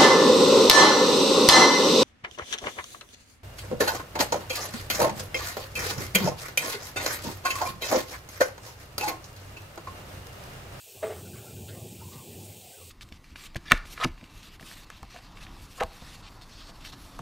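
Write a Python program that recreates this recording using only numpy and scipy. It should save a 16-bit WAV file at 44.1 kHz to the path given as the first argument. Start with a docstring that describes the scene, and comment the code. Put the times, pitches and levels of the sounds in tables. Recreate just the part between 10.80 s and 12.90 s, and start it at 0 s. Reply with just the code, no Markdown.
"""Heavy rain on a paved street, heard by a mono phone from a doorway: random clicks merge into a noise wash.
Thunder rolls far off as flickering noise bands, with a narrow boom wandering in pitch beneath them.
Nearer splashes patter as short noise bursts; a hollow object's modes ring to a knock and its rattle.
The phone's noise suppressor ducks the steady sound below about 2.3 kHz and opens for louder moments."""
import sys
import numpy as np
from scipy import signal
from scipy.fft import rfft, irfft
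from scipy.io import wavfile
from scipy.ndimage import uniform_filter1d

SR = 44100
rng = np.random.default_rng(int(sys.argv[2]) if len(sys.argv) > 2 else 0)


def log_audio(samples):
    """Write samples as a 16-bit WAV file to the path given in sys.argv[1]."""
    # one column per channel
    frames = np.atleast_2d(samples).T
    # limit to full scale, then quantise
    limited = np.clip(frames, -1, 1)
    pcm = np.round(limited * 32767).astype(np.int16)
    wavfile.write(sys.argv[1], SR, pcm)


N = 92610

EDGE_HZ = 2337  # upper edge of the suppressor; the rain flickers more below it


def undb(db):
    """dB to gain."""
    return 10 ** (np.asarray(db) / 20)


def level(x, db):
    """Scale to an rms level in dB."""
    return x * undb(db) / np.sqrt(np.mean(x ** 2))


def on_hz(table, hz):
    """Read a (Hz, dB) table on a log-frequency axis."""
    t = np.array(table, float)
    return np.interp(np.log(np.maximum(hz, 1)), np.log(t[:, 0]), t[:, 1])


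def band(x, lo_hz, hi_hz, table):
    """One coloured slice of x whose sine-shaped edges meet at its centre."""
    hz = np.arange(N // 2 + 1) * SR / N
    above_low = np.log(np.maximum(hz, 1) / lo_hz)
    below_high = np.log(hi_hz / np.maximum(hz, 1))
    edge = np.clip(np.minimum(above_low, below_high) / np.log(hi_hz / lo_hz) * 2, 0, 1)
    gain = np.sin(edge * np.pi / 2) * undb(on_hz(table, hz))
    return irfft(rfft(x) * gain, N)


def walk(rate_hz):
    """Random levels held 1 / rate_hz seconds, smoothed twice; spread about 0.4."""
    k = int(SR / rate_hz)
    held = np.repeat(rng.standard_normal(N // k + 1), k)
    return 0.5 * uniform_filter1d(uniform_filter1d(held, k), k)[:N]


def even(x):
    """Partly flatten the slow chance swells of a noise."""
    steadiness, window_s = 0.55, 0.26  # a steadiness of 1 would level it fully
    power = uniform_filter1d(x ** 2, int(window_s * SR))
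    return x / (power + 1e-18) ** (steadiness / 2)


def rain():
    """Dense drop clicks over a smooth wash; narrow bands swell together and flicker alone."""
    # Colour of the rain. Each row: frequency in Hz, relative density in dB per Hz.
    rain_colour = [(60, -20), (250, -6.5), (450, 0), (800, -5), (1050, -12), (2000, -3.5), (2700, 0),
                   (3700, -3), (5000, -4.5), (6300, -4), (6700, -1.5), (7950, -0.5), (8040, 6.5), (8200, 0),
                   (9000, -0.5), (9300, -3.5), (11800, -7), (12100, -2.5), (15550, -3.5), (15620, 0.5)]
    drops_per_s, rain_db = 13000, -48.5
    swell_db, flicker_db, low_flicker_db = 0.14, 2.74, 4  # dB per unit of walk
    drops = (rng.random(N) < drops_per_s / SR) * rng.standard_normal(N)
    sheet = level(rng.standard_normal(N), 0) + level(drops, 1.0)
    out, swell = 0, walk(11.38)
    for hz in 50 * 2 ** (np.arange(52) / 6):
        own_db = low_flicker_db if hz < EDGE_HZ else flicker_db
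        gain = undb(swell_db * swell + own_db * walk(21.59))
        out = out + gain * band(sheet, hz / 2 ** (1 / 6), hz * 2 ** (1 / 6), rain_colour)
    return level(out, rain_db)


def thunder():
    """A far roll of flickering noise bands: throbbing bass, and an upper rumble that comes and goes."""
    # Colour of the far thunder. Each row: frequency in Hz, relative density in dB per Hz.
    thunder_colour = [(24, -58), (40, -70), (67, -9.5), (97, -8.5), (140, -9.5), (203, -11.5), (267, -18),
                      (320, -18.5), (368, -9), (479, -13.5), (598, -15), (649, -17), (860, -20.5),
                      (1000, -37.5), (1100, -31), (1430, -97), (2420, -120)]
    # Course of the roll. Each row: time in seconds, level in dB, upper rumble relative to it in dB.
    roll = np.array([(0.0, -66, -18), (0.13, -67.5, 13.5), (0.16, -53, 3), (0.212, -61.5, 0),
                     (0.23, -47.5, 7.5), (0.33, -51, 9.5), (0.38, -45.5, -3), (0.55, -42, -9.5),
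                     (0.57, -46, -5), (0.67, -48.5, 0.5), (0.76, -42.5, -10), (0.961, -42.5, -4.5),
                     (0.98, -41.5, -6), (1.02, -42, -6), (1.149, -44.5, -8.5), (1.19, -43.5, -9.5),
                     (1.4, -46, -8.5), (1.429, -45.5, -4.5), (1.62, -44.5, -6), (1.909, -55, -1),
                     (1.96, -68, 13), (1.99, -56.5, 3), (2.06, -53, -4.5), (2.1, -51, -5.5)], float)
    upper_hz, lower_trim_db, upper_trim_db = 330, -2.5, -1.5
    flicker_db = 2.07  # dB per unit of walk
    t = np.arange(N) / SR
    low = upper = 0
    for hz in 40 * 2 ** (np.arange(17) / 3):
        noise = band(rng.standard_normal(N), hz / 2 ** (1 / 3), hz * 2 ** (1 / 3), thunder_colour)
        part = undb(flicker_db * walk(15.0)) * noise
        if hz < upper_hz:
            low = low + part
        else:
            upper = upper + part
    roll_db = np.interp(t, roll[:, 0], roll[:, 1])
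    upper_db = roll_db + np.interp(t, roll[:, 0], roll[:, 2])
    bass = level(even(low), lower_trim_db) * undb(roll_db)
    return bass + level(even(upper), upper_trim_db) * undb(upper_db)


def boom():
    """The roll's deepest boom: a narrow, wavering band of pressure that wanders in pitch and surges."""
    # Path of the boom. Each row: time in seconds, pitch in Hz, level in dB.
    path = np.array([(0.14, 88.4, -71), (0.16, 88, -52.5), (0.314, 90.1, -48.5), (0.368, 92, -43),
                     (0.516, 90.2, -49), (0.538, 92, -48.5), (0.586, 109.4, -47), (0.636, 113.1, -51),
                     (0.712, 106.6, -55), (0.75, 104.5, -40.5), (0.8, 105, -50.5), (0.832, 98.2, -35),
                     (0.86, 96.2, -53), (0.936, 102.9, -38), (0.99, 103.4, -61), (1.024, 102.4, -38.5),
                     (1.084, 99.6, -46.5), (1.144, 104.3, -53), (1.16, 103.9, -50), (1.264, 101.4, -44.5),
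                     (1.324, 107.9, -58), (1.372, 125, -44), (1.4, 125.5, -50), (1.444, 123, -69),
                     (1.52, 101.8, -50), (1.558, 93, -45), (1.592, 95.9, -44.5), (1.662, 94.2, -52),
                     (1.694, 101.2, -46), (1.728, 114.2, -53), (1.82, 125.1, -63), (1.88, 121.4, -73),
                     (1.952, 102.5, -77), (1.99, 93, -57), (2.028, 87, -49.5), (2.1, 88.2, -54)], float)
    drift_hz, steadiness, trim_db = 22.8, 0.94, -0.5  # drift smoothed twice over 1 / drift_hz seconds
    t = np.arange(N) / SR
    k = int(SR / drift_hz)
    drift = [uniform_filter1d(uniform_filter1d(rng.standard_normal(N), k), k) for _ in range(2)]
    waver = drift[0] + 1j * drift[1]
    waver = waver / (np.abs(waver) + 1e-9) ** steadiness  # mostly phase is left wandering
    cycles = np.cumsum(np.interp(t, path[:, 0], path[:, 1])) / SR
    tone = np.real(waver * np.exp(2j * np.pi * cycles))
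    return level(tone, trim_db) * undb(np.interp(t, path[:, 0], path[:, 2]))


def splashes():
    """Nearer bursts of spatter, each a band of noise: quick rise, hold, short fade."""
    # Nearer splashes. Each row: start in seconds, rms level of the unshaped noise in dB, centre in Hz,
    # reach to either side in Hz, length in seconds.
    splash_list = [(0.059, -60.5, 703, 148, 0.041), (0.076, -54.5, 440, 81, 0.043),
                   (0.166, -57, 670, 250, 0.073), (0.173, -65, 1110, 150, 0.071),
                   (0.36, -56, 1600, 920, 0.073), (0.452, -56, 1450, 150, 0.031),
                   (0.532, -57, 1547, 294, 0.13), (0.553, -60.5, 1170, 200, 0.075),
                   (0.554, -55.5, 2270, 450, .04), (0.643, -58, 12100, 4000, 0.018),
                   (0.661, -57.5, 1434, 197, 0.064), (0.767, -61, 1516, 149.6, 0.034),
                   (0.881, -51, 3640, 1310, 0.029), (0.883, -55, 1570, 354.7, 0.077),
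                   (0.888, -57.5, 1930, 300, 0.11), (0.939, -63, 1136, 115.7, 0.097),
                   (1.085, -53.5, 8250, 2500, 0.01), (1.142, -61, 2460, 400, 0.078),
                   (1.195, -59, 1450, 310, 0.039), (1.212, -53, 923, 110, 0.033),
                   (1.223, -58, 986, 140, 0.096), (1.314, -56, 1127, 143, 0.12),
                   (1.332, -56.5, 900, 160.4, 0.09), (1.321, -55, 4340, 2000, 0.039),
                   (1.32, -62, 1526, 118.6, 0.079), (1.328, -59, 2000, 348, 0.082),
                   (1.499, -62, 1896, 200, 0.074), (1.64, -52.5, 8700, 4980, 0.027),
                   (1.678, -61.5, 2140, 199, 0.092), (1.711, -65.5, 1560, 80, 0.038),
                   (1.796, -59.5, 736, 119, 0.23), (1.923, -60.5, 497, 102, 0.22),
                   (1.849, -60, 2545, 403, 0.032), (1.927, -57, 1593, 89.5, 0.026),
                   (1.954, -60, 1455, 79.3, 0.039), (1.982, -59, 1334, 80, 0.023),
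                   (1.995, -64, 1150, 130, 0.068)]
    rise_s, fade_power = 0.0024, 3.35  # a higher power holds longer and ends sharper
    t, out = np.arange(N) / SR, 0
    flat = [(20, 0), (20000, 0)]
    for s, db, hz, reach_hz, length_s in splash_list:
        spray = band(rng.standard_normal(N), max(hz - reach_hz, 100), hz + reach_hz, flat)
        rise = np.clip((t - s) / rise_s, 0, 1)
        fade = np.exp(-(np.maximum(t - s, 0) / length_s) ** fade_power)
        out = out + level(even(spray), db) * rise * fade
    return out


def crackle(push):
    """Noise burst at each blow with a quick decay and a longer echo in the doorway."""
    # Colour of the crackle. Each row: frequency in Hz, relative density in dB per Hz.
    crackle_colour = [(700, -15), (1200, 5), (2000, 2), (3000, -5.5), (4300, -9), (5500, -27)]
    noise_db, t60_s, echo_db, echo_t60_s = -37.5, 0.049, -15.5, 0.57
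    u = np.arange(SR // 2) / SR
    fade = undb(-60 * u / t60_s) + undb(echo_db - 60 * u / echo_t60_s)
    noise = level(band(rng.standard_normal(N), 380, 9300, crackle_colour), noise_db)
    # the square root makes light blows crackle more for their strength
    return noise * signal.fftconvolve(push ** 0.5, fade)[:N]


def knock():
    """Blows and a dying rattle ring the hollow object's modes; each blow also crackles."""
    # Modes of the hollow object. Each row: frequency in Hz, level in dB, 60 dB decay in seconds.
    modes = [(375, -20, .08), (434.5, -3.5, .13), (530, -9, .07), (644, 2, .05), (720, -26, .08),
             (830, -21, .1), (1143, -23, .12), (1209, -23, .12), (1259, -29, .08), (1540, -28, .09),
             (1628, -28, .09), (2065, -23, .13), (2518, -34, .05), (3155, -33, .06)]
    # Blows of the knock. Each row: time in seconds, strength in dB.
    blows = [(.2236, -43), (.2280, -31), (.2299, -28), (.2317, -28), (.2332, -32), (.2365, -30.5),
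             (.2409, -31.5), (.2460, -30.5), (.2513, -35.5), (.2532, -35), (.2595, -40), (.2688, -35.5),
             (.2783, -37), (.2956, -36), (.3006, -39), (.3053, -31), (.3122, -39), (.3216, -37),
             (.3331, -43)]
    rattle_db, rattle_t60_s, body_low_hz = -71, 0.5, 340
    t, push = np.arange(N) / SR, np.zeros(N)
    for s, db in blows:
        push[int(s * SR)] += undb(db)
    crackling = crackle(push)
    start = blows[1][0]  # the rattle sets in with the second blow
    rattle_fade = undb(rattle_db - 60 * np.maximum(t - start, 0) / rattle_t60_s)
    push += (t > start) * rattle_fade * rng.standard_normal(N)
    u = t[:SR // 2]
    ring = sum(undb(db - 60 * u / t60_s) * np.sin(2 * np.pi * hz * u) for hz, db, t60_s in modes)
    low_cut = signal.butter(3, body_low_hz, "high", fs=SR, output="sos")
    body = signal.sosfilt(low_cut, signal.fftconvolve(push, ring)[:N])
    return body + crackling


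def scene():
    """One microphone in the doorway: both channels alike."""
    mono = rain() + thunder() + boom() + splashes() + knock()
    return np.array([mono, mono])


def suppress(x):
    """Noise suppressor: ducks each low band while its smoothed level stays near the learnt noise."""
    # Learnt noise. Each row: frequency in Hz, level in dB per band.
    learnt = [(60, -84), (300, -66), (700, -65), (1100, -83), (1600, -62.5), (2200, -67.5)]
    cut_scale_db, softness_db, smooth_s = -17, 4, 0.03  # far below the learnt noise the cut is half the scale
    hz, _, z = signal.stft(x, SR, nperseg=512, noverlap=384)
    power = uniform_filter1d(np.abs(z) ** 2, size=2, axis=0) * 2  # sum of two neighbouring bins
    power = uniform_filter1d(power, max(int(smooth_s * SR / 128), 1), axis=1)
    above_db = 10 * np.log10(power + 1e-14) - on_hz(learnt, hz)[:, None]
    cut_db = cut_scale_db / (2.0 + np.exp(np.clip(above_db / softness_db, -30, 30)))
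    reach = np.clip((EDGE_HZ - hz) / 150 + 0.5, 0, 1)[:, None]
    return signal.istft(z * undb(cut_db * reach), SR, nperseg=512, noverlap=384)[1][:N]


def low_pass(x):
    """Removes everything above the highest recorded frequency."""
    return signal.sosfilt(signal.butter(12, 16900, fs=SR, output="sos"), x)


def record(dry):
    """The phone's microphone path: bass cut, noise suppressor, steep top cut."""
    low_cut_hz, top_hz = 75, 15720
    bass_cut = signal.butter(2, low_cut_hz, "high", fs=SR, output="sos")
    top_cut = signal.ellip(16, 0.5, 60, top_hz, fs=SR, output="sos")
    x = suppress(signal.sosfilt(bass_cut, dry[0]))
    x = signal.sosfilt(top_cut, x)
    return low_pass(np.array([x, x]))


dry = scene()
out = record(dry)
log_audio(out)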